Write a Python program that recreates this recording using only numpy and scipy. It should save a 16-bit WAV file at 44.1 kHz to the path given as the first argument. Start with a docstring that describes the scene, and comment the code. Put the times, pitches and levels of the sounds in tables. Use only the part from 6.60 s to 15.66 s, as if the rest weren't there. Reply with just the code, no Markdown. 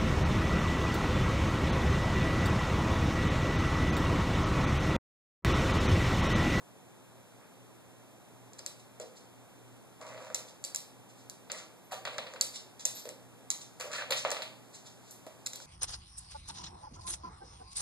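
"""A living room with a hardwood floor: a dog paws at a treat close by, then trots off.
Claws click, knock, rattle and scrape, as sharp blows and stick-slip jerks that ring claw and board;
padded paws thump and scuff, a collar tag tinkles. The room answers briefly over a quiet fan and a hum.
The microphone is a small camera's, standing nearby, its stereo widened by combing mid and side."""
import sys
import numpy as np
from scipy import signal
from scipy.fft import rfft, irfft
from scipy.io import wavfile

SR = 44100
rng = np.random.default_rng(int(sys.argv[2]) if len(sys.argv) > 2 else 0)


def waveform_to_disk(signal):
    """Save audio, clipped to [-1, 1], as 16-bit WAV at the path in sys.argv[1]."""
    frames = np.transpose(np.atleast_2d(signal))
    scaled = np.clip(frames, -1, 1) * 32767
    samples = np.round(scaled).astype(np.int16)
    wavfile.write(sys.argv[1], SR, samples)


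N = 399546  # length [samples]
# Levels in the tables are relative: each layer and the final mix add their own gain.


def gain_of(db):
    """Decibels to amplitude."""
    return 10 ** (np.asarray(db) / 20)


def evened(x):
    """Scales to rms 1."""
    return x / np.sqrt(np.mean(x ** 2) + 1e-20)


def unit(x):
    """Scales to energy 1."""
    return x / np.linalg.norm(x)


def read(points, hz):
    """Reads a table on a log-frequency axis."""
    f, value = np.transpose(points)
    return np.interp(np.log(hz + 1), np.log(f + 1), value)


def add(mix, s, sound):
    """Mixes a sound in at time s."""
    part = mix[max(round(s * SR), 0):][:len(sound)]
    part += sound[:len(part)]


def ring(colour, tilt_db=0, size=2048):
    """Minimum-phase impulse response of energy 1: a colour, tilted in dB per octave above 500 Hz."""
    hz = abs(np.fft.fftfreq(size, 1 / SR))
    octaves = np.log2(np.maximum(hz, 500) / 500)
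    log_gain = np.log(gain_of(read(colour, hz) + tilt_db * octaves))
    spectrum = np.exp(np.conj(signal.hilbert(log_gain)))
    return unit(np.fft.ifft(spectrum).real[:size // 2])


# the fan's rush at the microphone: (frequency [Hz], level [dB])
AIR = [(25, -21), (50, -29), (80, -5.5), (120, -2.5), (180, 0.5), (270, -2), (400, -2.5), (750, -2.5),
       (1300, -9), (2000, -14.5), (3200, -12.5), (4800, -23), (7500, -21.5), (13500, -25.5)]
# how wide that rush is: (frequency [Hz], side level against mid [dB])
AIR_SIDE = [(60, 4), (130, -1.5), (290, 7), (630, 0.5), (1380, 2.5), (3000, -4), (7000, 2)]
# the hum's tones: (frequency [Hz], level [dB])
HUM = [(120, -65.5), (264, -74)]


def background(air_db, waver):
    """Mid and side of the fan's steady rush, shaped noise, with a hum that slowly wavers in level."""
    hz, t = np.fft.rfftfreq(N, 1 / SR), np.arange(N) / SR
    air = rfft(rng.standard_normal((2, N))) * gain_of(read(AIR, hz))
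    air[1] *= gain_of(read(AIR_SIDE, hz))
    drift = evened(irfft(rfft(rng.standard_normal(N)) * np.exp(-hz / 8), N))
    hum = sum(gain_of(db) * np.sqrt(2) * np.sin(2 * np.pi * (f * t + rng.random())) for f, db in HUM)
    hum_mid_side = hum * (1 + waver * drift) * np.array([[1], [.3]])
    return gain_of(air_db) * evened(irfft(air, N)) + hum_mid_side


def friction(colour, slips_per_s, spread_db, force=1):
    """Tiny stick-slip jerks of uneven size and random sign, each ringing the same contact."""
    sizes = force * gain_of(spread_db * np.minimum(rng.exponential(1, N), 4)) * rng.choice([-1, 1], N)
    slips = sizes * (rng.random(N) < slips_per_s / SR)
    return evened(signal.oaconvolve(slips, ring(colour))[:N])


# claws dragged along the boards: (start [s], press-in [s], length [s], level [dB],
# grip [dB]: claws digging in rather than the pad rubbing, board pitch [Hz], rasp level [dB])
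STROKES = [(0.795, 0.017, 0.068, -60, 1, 517, -10), (3.402, 0.0077, 0.12, -47.5, -3.5, 525, -4),
           (3.475, 0.028, 0.39, -49.5, -2.5, 519.3, -5), (4.897, 0.012, 0.15, -46.5, 0, 522, -3),
           (5.309, 0.0085, 0.04, -38.5, 0, 772, 5.5), (5.461, 0.0057, 0.041, -42, 3, 597, -3.5),
           (5.49, 0.024, 0.38, -50, -2.5, 522, -4), (7.196, 0.0048, 0.058, -42, 3.5, 523, 0),
           (7.242, .008, 0.084, -48, -6, 519, -3), (7.303, 0.027, 0.12, -41.5, 5.5, 513, 1),
           (7.493, 0.015, 0.076, -41, -8, 516.3, -5), (7.65, 0.01, 0.17, -45.5, -2, 569, -4)]
# colour of the shaken board: (frequency [Hz], level [dB])
DRAG = [(35, -29), (120, -31), (380, -16.5), (520, 1), (650, -1), (800, -5.5), (1100, -6), (1700, -12.5),
        (4000, -48)]
# colour of the claws' coarse bite: (frequency [Hz], level [dB])
BITE = [(50, -60), (700, -24), (1200, 7), (1700, 5.5), (2400, 8), (3500, -22), (8000, -45)]
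# colour of the fine rasp on the grain: (frequency [Hz], level [dB])
RASP = [(50, -66), (1200, -39), (2600, 3.5), (3600, -2), (4600, -1.5), (5600, -3.5), (7000, -0.5),
        (9500, -11.5), (13500, -28)]
DRAG_HZ = 520  # board pitch that the DRAG colour describes
EASE_DB, LIFT_S = -8, 0.015  # the paw eases off through a stroke, then lifts
BITE_GLIDE_OCTAVES = 0.28  # the bite rises in pitch as the paw gathers speed
# claws catch on the grain and let go about a hundred times a second
CATCHES_PER_S, CATCH_S, CATCH_DB, CATCH_SPREAD_DB = 110, 0.0012, 2.5, 3


def scrapes(board_db, bite_db, rasp_db):
    """Dragged claws shake the board, bite in coarse slips and rasp finely on its grain."""
    jolts = gain_of(CATCH_DB + CATCH_SPREAD_DB * np.minimum(rng.exponential(1, N), 3))
    jolts = jolts * (rng.random(N) < CATCHES_PER_S / SR)
    catching = 1 + signal.lfilter([1], [1, -np.exp(-1 / (CATCH_S * SR))], jolts)
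    board = gain_of(board_db) * friction(DRAG, slips_per_s=1500, spread_db=2.0, force=catching)
    bite = gain_of(bite_db) * friction(BITE, slips_per_s=900, spread_db=2.0, force=catching)
    rasp = gain_of(rasp_db) * friction(RASP, slips_per_s=1500, spread_db=6.5, force=catching)
    out = np.zeros(N)
    for s, press_s, length, db, grip_db, board_hz, harsh_db in STROKES:
        t = np.arange(0, length, 1 / SR)
        at = round(s * SR) + np.arange(len(t))
        press, lift = np.minimum(t / press_s, 1), np.minimum((length - t) / LIFT_S, 1)
        pressure = press * gain_of(db + EASE_DB * t / length) * lift
        # reading a layer faster or slower moves its pitch
        speed = 2 ** (BITE_GLIDE_OCTAVES * (t / length - .5))
        rising = np.interp(at[0] + np.cumsum(speed), np.arange(N), bite)
        body = np.interp(at[0] + t * SR * board_hz / DRAG_HZ, np.arange(N), board)
        contact = body / gain_of(grip_db) + rising * gain_of(grip_db) + rasp[at] * gain_of(harsh_db)
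        add(out, s, pressure * contact)
    return out


def chatter(grit, db, chatter_s, glance_s):
    """Force of one contact: a sharp blow, then a rattle that swells in and dies."""
    t = np.arange(len(grit)) / SR
    rattle = grit ** 3 * np.exp(-t / chatter_s) * (1 - np.exp(-t / glance_s))
    return (t == 0) + gain_of(db) * unit(rattle)


RING_SPREAD_DB = -10  # the ring is weaker in the room than on the direct path
# claw tips snapping on the finish, often two or three of one paw in a row:
# (time [s], level [dB], brightness [dB per octave], chatter [dB], tip ring [Hz], tip ring level [dB],
# shaft ring [Hz], shaft ring level [dB], extra level into the room [dB])
CLICKS = [(1.9338, -45, -3, -14, 7050, -8, 4600, -16, 1), (1.992, -37, -5, 2, 7200, -13, 4850, 2, 2),
          (2.0631, -26.5, -1.5, -16, 7570, -4.5, 4700, -10.5, -1),
          (2.0667, -41, 0, -6, 7200, -10, 4730, 0, -3), (2.3995, -38, -6.5, 5, 6600, 2, 4500, -8, -1),
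          (3.7458, -23.5, 1, -4, 6500, 3, 5140, -7, -1), (3.7477, -23, -2.5, -3, 6700, -4, 3900, -20, -1),
          (4.0402, -29.5, -1.5, -7, 7500, 0, 4600, -8, 1), (4.0437, -35.5, -3, 3, 7340, -2, 4700, 8, 4),
          (4.0493, -29, 1.5, -7, 7500, -4, 4600, -6, 0.5),
          (4.147, -24.5, -1.5, 3, 7400, -2, 5200, -4, -0.5),
          (4.1602, -23.5, 2, -9, 7050, -8, 4800, -13, -2),
          (4.698, -33.5, 1.5, -15, 6850, -24, 4700, -9, -1.5),
          (4.918, -26.5, -3.5, -9, 6900, 0, 4560, -7, 0), (5.4527, -35, -9, -9, 6660, -7, 4500, -13, 1),
          (5.5825, -29.5, -8.5, -12, 6700, -13, 4480, -10, -5),
          (5.7377, -39, -10, -5, 7000, -16, 4500, -13, 2),
          (5.8113, -15, 0.5, -22, 7070, -2, 4700, -2.5, -0.5),
          (5.8136, -24, 0, -12, 7400, -10, 4500, 7, -3), (5.816, -31, 0, -10, 7400, -12, 4600, 14, -3),
          (6.2529, -18.5, 1, -6, 6600, 6, 4870, -7, -3), (6.254, -21, -1.5, -5, 7400, -2, 4830, -9, 0.5),
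          (6.256, -20, 2.5, -6, 7140, -3, 4200, -14, -2), (6.4907, -34, -4, -3, 7400, -1, 4570, -9, 0),
          (6.9029, -26, -4, 2, 7200, 6, 5200, -9, -4.5),
          (6.9039, -19.5, -0.5, -24, 6600, 4.5, 4000, -5.5, 0),
          (7.1993, -34, 10, 6, 7600, -16, 4450, -20, 4.5), (7.508, -27.5, -4, 3, 7300, -8, 4500, -12, 2),
          (7.7051, -27.5, -5.5, -3, 7200, -12, 4900, -14, 0.5),
          (7.716, -25, -3, -6, 7800, -7, 4700, -15, 1.5),
          (8.5098, -38.5, 10, -6, 7650, -20, 4500, -18, 6.5),
          (8.8635, -26.5, 0, -15, 7160, -8, 4200, -6, -2), (8.8717, -28.5, -1, -8, 7400, -5, 3930, -13, -3),
          (8.9338, -33, -2, -6, 7600, -15, 3900, -13, 0.5),
          (8.959, -34.5, 10, -2, 7160, -18, 4500, -18, -2), (9.002, -41, -9, 0, 7000, -17, 4000, -16, -3)]
# colour of the snap on the direct path: (frequency [Hz], level [dB])
CLAW = [(40, -66), (150, -53), (500, -36), (1500, -11.5), (2500, -11), (3400, -6.5), (4500, -7.5),
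        (5600, 5.5), (7100, 7), (8500, -11.5), (10500, -6.5), (12000, -5.5), (13500, -10.5)]
# colour of the snap as the whole room receives it: (frequency [Hz], level [dB])
CLAW_SPREAD = [(150, -25), (500, -3), (1500, -9), (2500, 0), (3400, 2), (4000, 8.5), (4600, 3.5),
               (5600, 5.5), (7100, 3), (8500, 5.5), (10500, -4), (12000, -3), (13500, -9)]
TIP_T60_S, SHAFT_T60_S = 0.0015, 0.0083  # the tip rings very briefly, the shaft a little longer


def clicks(level_db, chatter_s, glance_s, swell_s):
    """A claw snaps down and rings at tip and shaft; returns the direct sound and what feeds the room."""
    direct, send, t = np.zeros(N), np.zeros(N), np.arange(4096) / SR

    def claw_tone(hz, db, t60):
        swelling = gain_of(-60 * t / t60) * np.sin(2 * np.pi * hz * t) * (1 - np.exp(-t / swell_s))
        return gain_of(db) * unit(np.gradient(swelling))

    for row, grit in zip(CLICKS, rng.standard_normal((len(CLICKS), len(t)))):
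        s, db, tilt_db, chatter_db, tip_hz, tip_db, shaft_hz, shaft_db, room_db = row
        force = chatter(grit, chatter_db, chatter_s, glance_s)
        tone = claw_tone(tip_hz, tip_db, TIP_T60_S) + claw_tone(shaft_hz, shaft_db, SHAFT_T60_S)
        near = ring(CLAW, tilt_db, size=8192) + tone
        far = ring(CLAW_SPREAD, tilt_db, size=8192) + tone * gain_of(RING_SPREAD_DB)
        add(direct, s, gain_of(db + level_db) * unit(signal.fftconvolve(force, near)))
        add(send, s, gain_of(db + level_db + room_db) * unit(far))
    return np.array([direct, send])


# a claw skids for an instant: (time of release [s], length [s], level [dB])
SKIDS = [(1.995, 0.013, -47.5), (6.917, 0.0065, -34), (8.872, 0.013, -33)]
# colour of the skid: (frequency [Hz], level [dB])
SKID = [(50, -48), (500, -32), (2000, -8), (3300, -5.5), (4400, 2), (5600, -1), (7200, 4), (8500, -3),
        (10500, -13), (13500, -22)]


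def skids(release_s):
    """A claw stutters in fast stick-slip, swells for half its length, holds, then slips free."""
    t = np.arange(N) / SR
    pressure = np.zeros(N)
    for s, length, db in SKIDS:
        corners = [s - length, s - length / 2, s, s + release_s]
        # a very faint trace of friction stays on after the release
        pressure += gain_of(db) * np.interp(t, corners, [0, 1.0, 1, 0.013])
    return pressure * friction(SKID, slips_per_s=3400, spread_db=2.0)


# brief glancing slides of a paw: (time of the middle [s], level [dB], half-length [s])
SCUFFS = [(2.2, -52.5, 0.013), (2.416, -47.5, 0.02), (2.573, -54, 0.03), (3.762, -46, 0.018),
          (3.887, -52.5, 0.03), (4.5, -59.5, 0.023), (4.596, -60.5, 0.07), (4.983, -45, 0.041),
          (5.946, -42.5, 0.02), (5.96, -37, 0.01), (6.198, -43.5, 0.0082), (6.209, -44.5, 0.019),
          (6.28, -44, 0.011), (6.375, -45, 0.076), (7.016, -44, 0.018), (7.575, -33, 0.027),
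          (7.589, -40, 0.013), (8.151, -48, 0.038), (8.269, -49.5, 0.034), (8.495, -59.5, 0.14),
          (8.958, -42.5, 0.015), (9.022, -49.5, 0.04)]
# colour of the scuff: (frequency [Hz], level [dB])
SCUFF = [(50, -22), (300, -33), (2500, -7), (3600, 0.5), (4400, -0.5), (5600, -1.5), (7200, 0), (9000, -8),
         (13500, -26)]


def scuffs():
    """A glancing paw swells and fades in a light hiss of dense stick-slip."""
    t = np.arange(N) / SR
    pressure = sum(gain_of(db) * np.maximum(1 - abs(t - s) / half_s, 0) ** 2 for s, db, half_s in SCUFFS)
    return pressure * friction(SCUFF, slips_per_s=8300, spread_db=1.5)


# ring of the spot that is touched: (ratio to the ring frequency, level [dB], t60 [s])
SPOT_MODES = [(1, 0, 0.028), (1.5, -7, 0.016)]


def strikes(rows, colour, spread, level_db, chatter_s, glance_s, swell_s):
    """A contact lands, rings at its own pitch and chatters; returns the direct sound and what feeds the room."""
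    direct, send, t = np.zeros(N), np.zeros(N), np.arange(4096) / SR
    for row, grit in zip(rows, rng.standard_normal((len(rows), len(t)))):
        s, db, tilt_db, chatter_db, hz, ring_db = row
        force = chatter(grit, chatter_db, chatter_s, glance_s)
        tone = sum(gain_of(mode_db - 60 * t / t60) * np.sin(2 * np.pi * hz * ratio * t) / ratio
                   for ratio, mode_db, t60 in SPOT_MODES)
        tone = gain_of(ring_db) * unit(np.gradient(tone * (1 - np.exp(-t / swell_s))))
        near = ring(colour, tilt_db, size=8192) + tone
        far = ring(spread, tilt_db, size=8192) + tone * gain_of(RING_SPREAD_DB)
        add(direct, s, gain_of(db + level_db) * unit(signal.fftconvolve(force, near)))
        add(send, s, gain_of(db + level_db) * unit(far))
    return np.array([direct, send])


# padded paws landing:
# (time [s], level [dB], brightness [dB per octave], chatter [dB], ring [Hz], ring level [dB])
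THUMPS = [(2.3995, -36, 0, -2, 565, -11), (2.413, -44, 1, 6, 400, -5), (2.428, -39.5, 1, 4, 425, -2),
          (6.455, -34, 4.5, -5, 540, -5), (6.475, -38.5, 0, -11, 370, -3), (6.497, -40.5, 4, -2, 340, 4),
          (7.242, -36.5, 3, 1, 520, -12), (7.509, -25.5, 10, -14, 560, -10),
          (8.6668, -39, 4, -14, 297, -0.5), (8.6698, -40, 1.5, -14, 645, 10)]
# colour of the pad, direct and into the room: (frequency [Hz], level [dB])
PAD = [(30, -50), (80, -29), (200, -25), (310, -5), (400, -1), (470, 9), (540, 2.5), (640, -4.5),
       (1000, -15.5), (1900, -17), (3000, -18.5), (13000, -37.5)]


def thumps():
    """Padded paws land with a dull thump and a longer, gentle chatter."""
    return strikes(THUMPS, PAD, PAD, level_db=17.0, chatter_s=0.016, glance_s=0.003, swell_s=0.00063)


# knocks on the board, and short rattling scrapes that ring it:
# (time [s], level [dB], brightness [dB per octave], chatter [dB], ring [Hz], ring level [dB])
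KNOCKS = [(3.5138, -40, -13, 10, 526, -9), (3.5466, -37, -7.5, -10, 528, -15),
          (3.5775, -36.5, -4.5, -4, 520, -18), (3.6688, -39, -6, -6, 630, -3),
          (3.7024, -35.5, -7, -5, 507, -26), (4.8998, -30, 0, 2, 774, -16), (5.3205, -27, 11, -3, 770, 5),
          (5.3311, -28.5, -7, -7, 764, 3), (5.3362, -36.5, -1, -6, 775, -2),
          (5.4528, -25.5, 1, 0, 765, -12), (5.4736, -26, -1.5, -2, 784, -13), (5.583, -24, 0, 6, 810, -10),
          (5.543, -38, 1, -2, 520, -8), (5.6682, -33.5, 0, 1, 514, -5), (5.7612, -35, -2, 1, 513, -17),
          (7.2003, -33.5, 0, -1, 523, -8), (7.3345, -31, 3.5, 0, 1700, -4), (7.3485, -30, 3, 6, 1410, -14),
          (7.3525, -28.5, 2, 10, 1260, 7), (7.361, -29.5, 6, 6, 1400, -2), (7.3823, -26, -2, 3, 1720, 6),
          (7.4108, -28.5, -2.5, -4, 1520, 3), (7.4226, -28.5, -3, -15, 1570, -8),
          (7.5063, -22, 8, 11, 524, -6), (7.508, -26, -0.5, -10, 503, -16), (7.5214, -24, 5, -3, 527, -8),
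          (7.523, -16.5, 2, -16, 507, -9), (7.5266, -26, 0.5, 5, 529, -11), (7.6501, -17, -5, -5, 510, -28),
          (7.661, -30.5, -8, -6, 1400, -6), (7.670, -30, -7, -2, 720, 2), (7.7193, -24, -3, -8, 590, -9),
          (7.7477, -30, -1, -14, 530, -16), (7.7683, -27.5, -0.5, -6, 788, -22),
          (7.8214, -25, 4.5, -12, 765, -24), (8.6667, -49, -10, 12, 850, -2)]
# colour of these contacts on the direct path: (frequency [Hz], level [dB])
BOARD = [(35, -44), (100, -26), (330, -21), (520, 1.5), (900, 5), (1700, 5.5), (2800, 6.5), (4400, 5),
         (5600, -5), (7000, -15), (9500, -27), (13500, -25)]
# colour of these contacts as the whole room receives them: (frequency [Hz], level [dB])
BOARD_SPREAD = [(35, -48), (100, -18), (330, -16), (520, 2.5), (900, 2.5), (1700, 2.5), (2800, 7),
                (4400, 3), (5600, -13), (7000, -11.5), (9500, -19.5), (13500, -28)]


def knocks_and_rattles():
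    """Knocks and short rattling scrapes excite the board, which rings at the pitch of the spot touched."""
    return strikes(KNOCKS, BOARD, BOARD_SPREAD, level_db=14.5, chatter_s=0.0046, glance_s=0.00062,
                   swell_s=0.00022)


# the collar tag tinkles: (time [s], level [dB])
TINKLES = [(5.168, -65), (5.241, -58), (6.35, -40.5), (6.391, -47)]
# the ring of the tag: (frequency [Hz], level [dB], t60 [s])
TAG_MODES = [(12500, 0, 0.06), (12690, -3, .06), (12860, -6, .05), (13650, -3, .06)]


def tag():
    """A small metal disc on the collar rings very high, in a cluster of close modes."""
    out, t = np.zeros(N), np.arange(SR // 4) / SR
    chime = sum(gain_of(db - 60 * t / t60) * np.sin(2 * np.pi * hz * t) for hz, db, t60 in TAG_MODES)
    for s, db in TINKLES:
        add(out, s, gain_of(db) * chime * (1 - np.exp(-t / 0.0043)))
    return out


# the boards' own ring: (frequency [Hz], level [dB], t60 [s])
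BOARD_MODES = [(520, -32, 0.084), (628, -39, 0.23), (784, -41, 0.14), (1154, -28, 0.021)]


def board_ringing(x, level_db):
    """Adds the dying modes that a sound leaves in the boards."""
    t = np.arange(SR // 3) / SR
    tail = sum(gain_of(db - 60 * t / t60) * np.cos(2 * np.pi * hz * t) for hz, db, t60 in BOARD_MODES)
    return x + gain_of(level_db) * signal.oaconvolve(x, tail[None], axes=1)[:, :N]


# how long the living room rings: (frequency [Hz], t60 [s])
ROOM_T60 = [(150, 0.52), (500, 0.59), (1500, 0.47), (4500, 0.42), (8000, 0.34), (14000, 0.43)]


def room(x, early_db, early_s, build_s):
    """Mid and side tails: sparse reflections build up from floor and furniture, then die band by band."""
    t = np.arange(SR * 3 // 4) / SR
    taps = rng.choice([-1., 1.], (2, len(t))) * (rng.random((2, len(t))) < .15) * (t > .002)
    taps *= (1 + gain_of(early_db) * np.exp(-t / early_s)) * (1 - np.exp(-t / build_s))
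    hz, when, bands = signal.stft(taps, SR, nperseg=256)
    decay = gain_of(-60 * when / read(ROOM_T60, hz)[:, None])
    tail = signal.istft(bands * decay, SR, nperseg=256)[1]
    tail = tail / np.linalg.norm(tail, axis=1, keepdims=True)
    return signal.fftconvolve(x[None], tail, axes=1)[:, :N]


def scene():
    """All contacts with the floor, the tag, their echo and the quiet room, as left and right."""
    claws = clicks(level_db=18.0, chatter_s=0.001, glance_s=0.00079, swell_s=0.00027)
    slides = scrapes(board_db=-6.5, bite_db=-6.0, rasp_db=-4.0) + scuffs()
    # gain pairs [dB]: on the direct path, into the room
    contacts = claws * gain_of([[0], [-6]])
    contacts = contacts + skids(release_s=0.001) * gain_of([[0], [-12]])
    contacts = contacts + knocks_and_rattles() * gain_of([[0], [-1.2]])
    contacts = contacts + thumps() * gain_of([[0], [-3]])
    contacts = contacts + slides * gain_of([[-1], [-2.5]])
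    direct, send = board_ringing(contacts + tag(), level_db=-16.0)
    echo = room(send, early_db=-3.0, early_s=0.0094, build_s=0.0021) * gain_of([[0], [-.5]])
    mid, side = echo + background(air_db=-56.5, waver=0.47)
    mid = mid + direct
    return np.array([mid + side, mid - side])


# the widener in the bass: (frequency [Hz], side angle [rad])
BASS_ANGLE = [(30, 0.98), (125, 0.96), (250, 0.42), (500, 0.36), (1000, 0.23), (1470, 0.013)]
COMB_HZ, EDGE_HZ = 2940, 14000  # comb spacing above the bass, upper band limit


def record(dry):
    """The camera's stereo widener combs mid and side in turn; then the band limit."""
    hz = np.fft.rfftfreq(N, 1 / SR)
    mid, side = rfft(dry[0] + dry[1]) / 2, rfft(dry[0] - dry[1]) / 2
    angle = read(BASS_ANGLE, hz) * (hz < COMB_HZ / 2) + np.pi * np.maximum(hz / COMB_HZ - .5, 0)
    side_in_centre = read([(3000, 0.0049), (6000, 0.77), (9000, 0.74), (13000, 0.58)], hz)
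    mid_in_width = read([(500, 0.5), (2300, 0.34), (3500, 0.34), (7000, 0.84)], hz)
    off_axis = np.exp(-2j * np.pi * hz * 8e-6)  # 8 microseconds: the dog is a little nearer to one port
    centre = mid * np.cos(angle) + side * side_in_centre
    width = -1j * np.sin(angle) * (mid_in_width * mid * off_axis + 1.25 * side)
    wide = irfft(np.array([centre + width, centre - width]), N) * gain_of([[-.2], [.2]])
    band_limit = signal.firwin(301, EDGE_HZ, window=("kaiser", 8), fs=SR)
    return signal.oaconvolve(wide, band_limit[None], "same")


dry = scene()
out = record(dry)
waveform_to_disk(out)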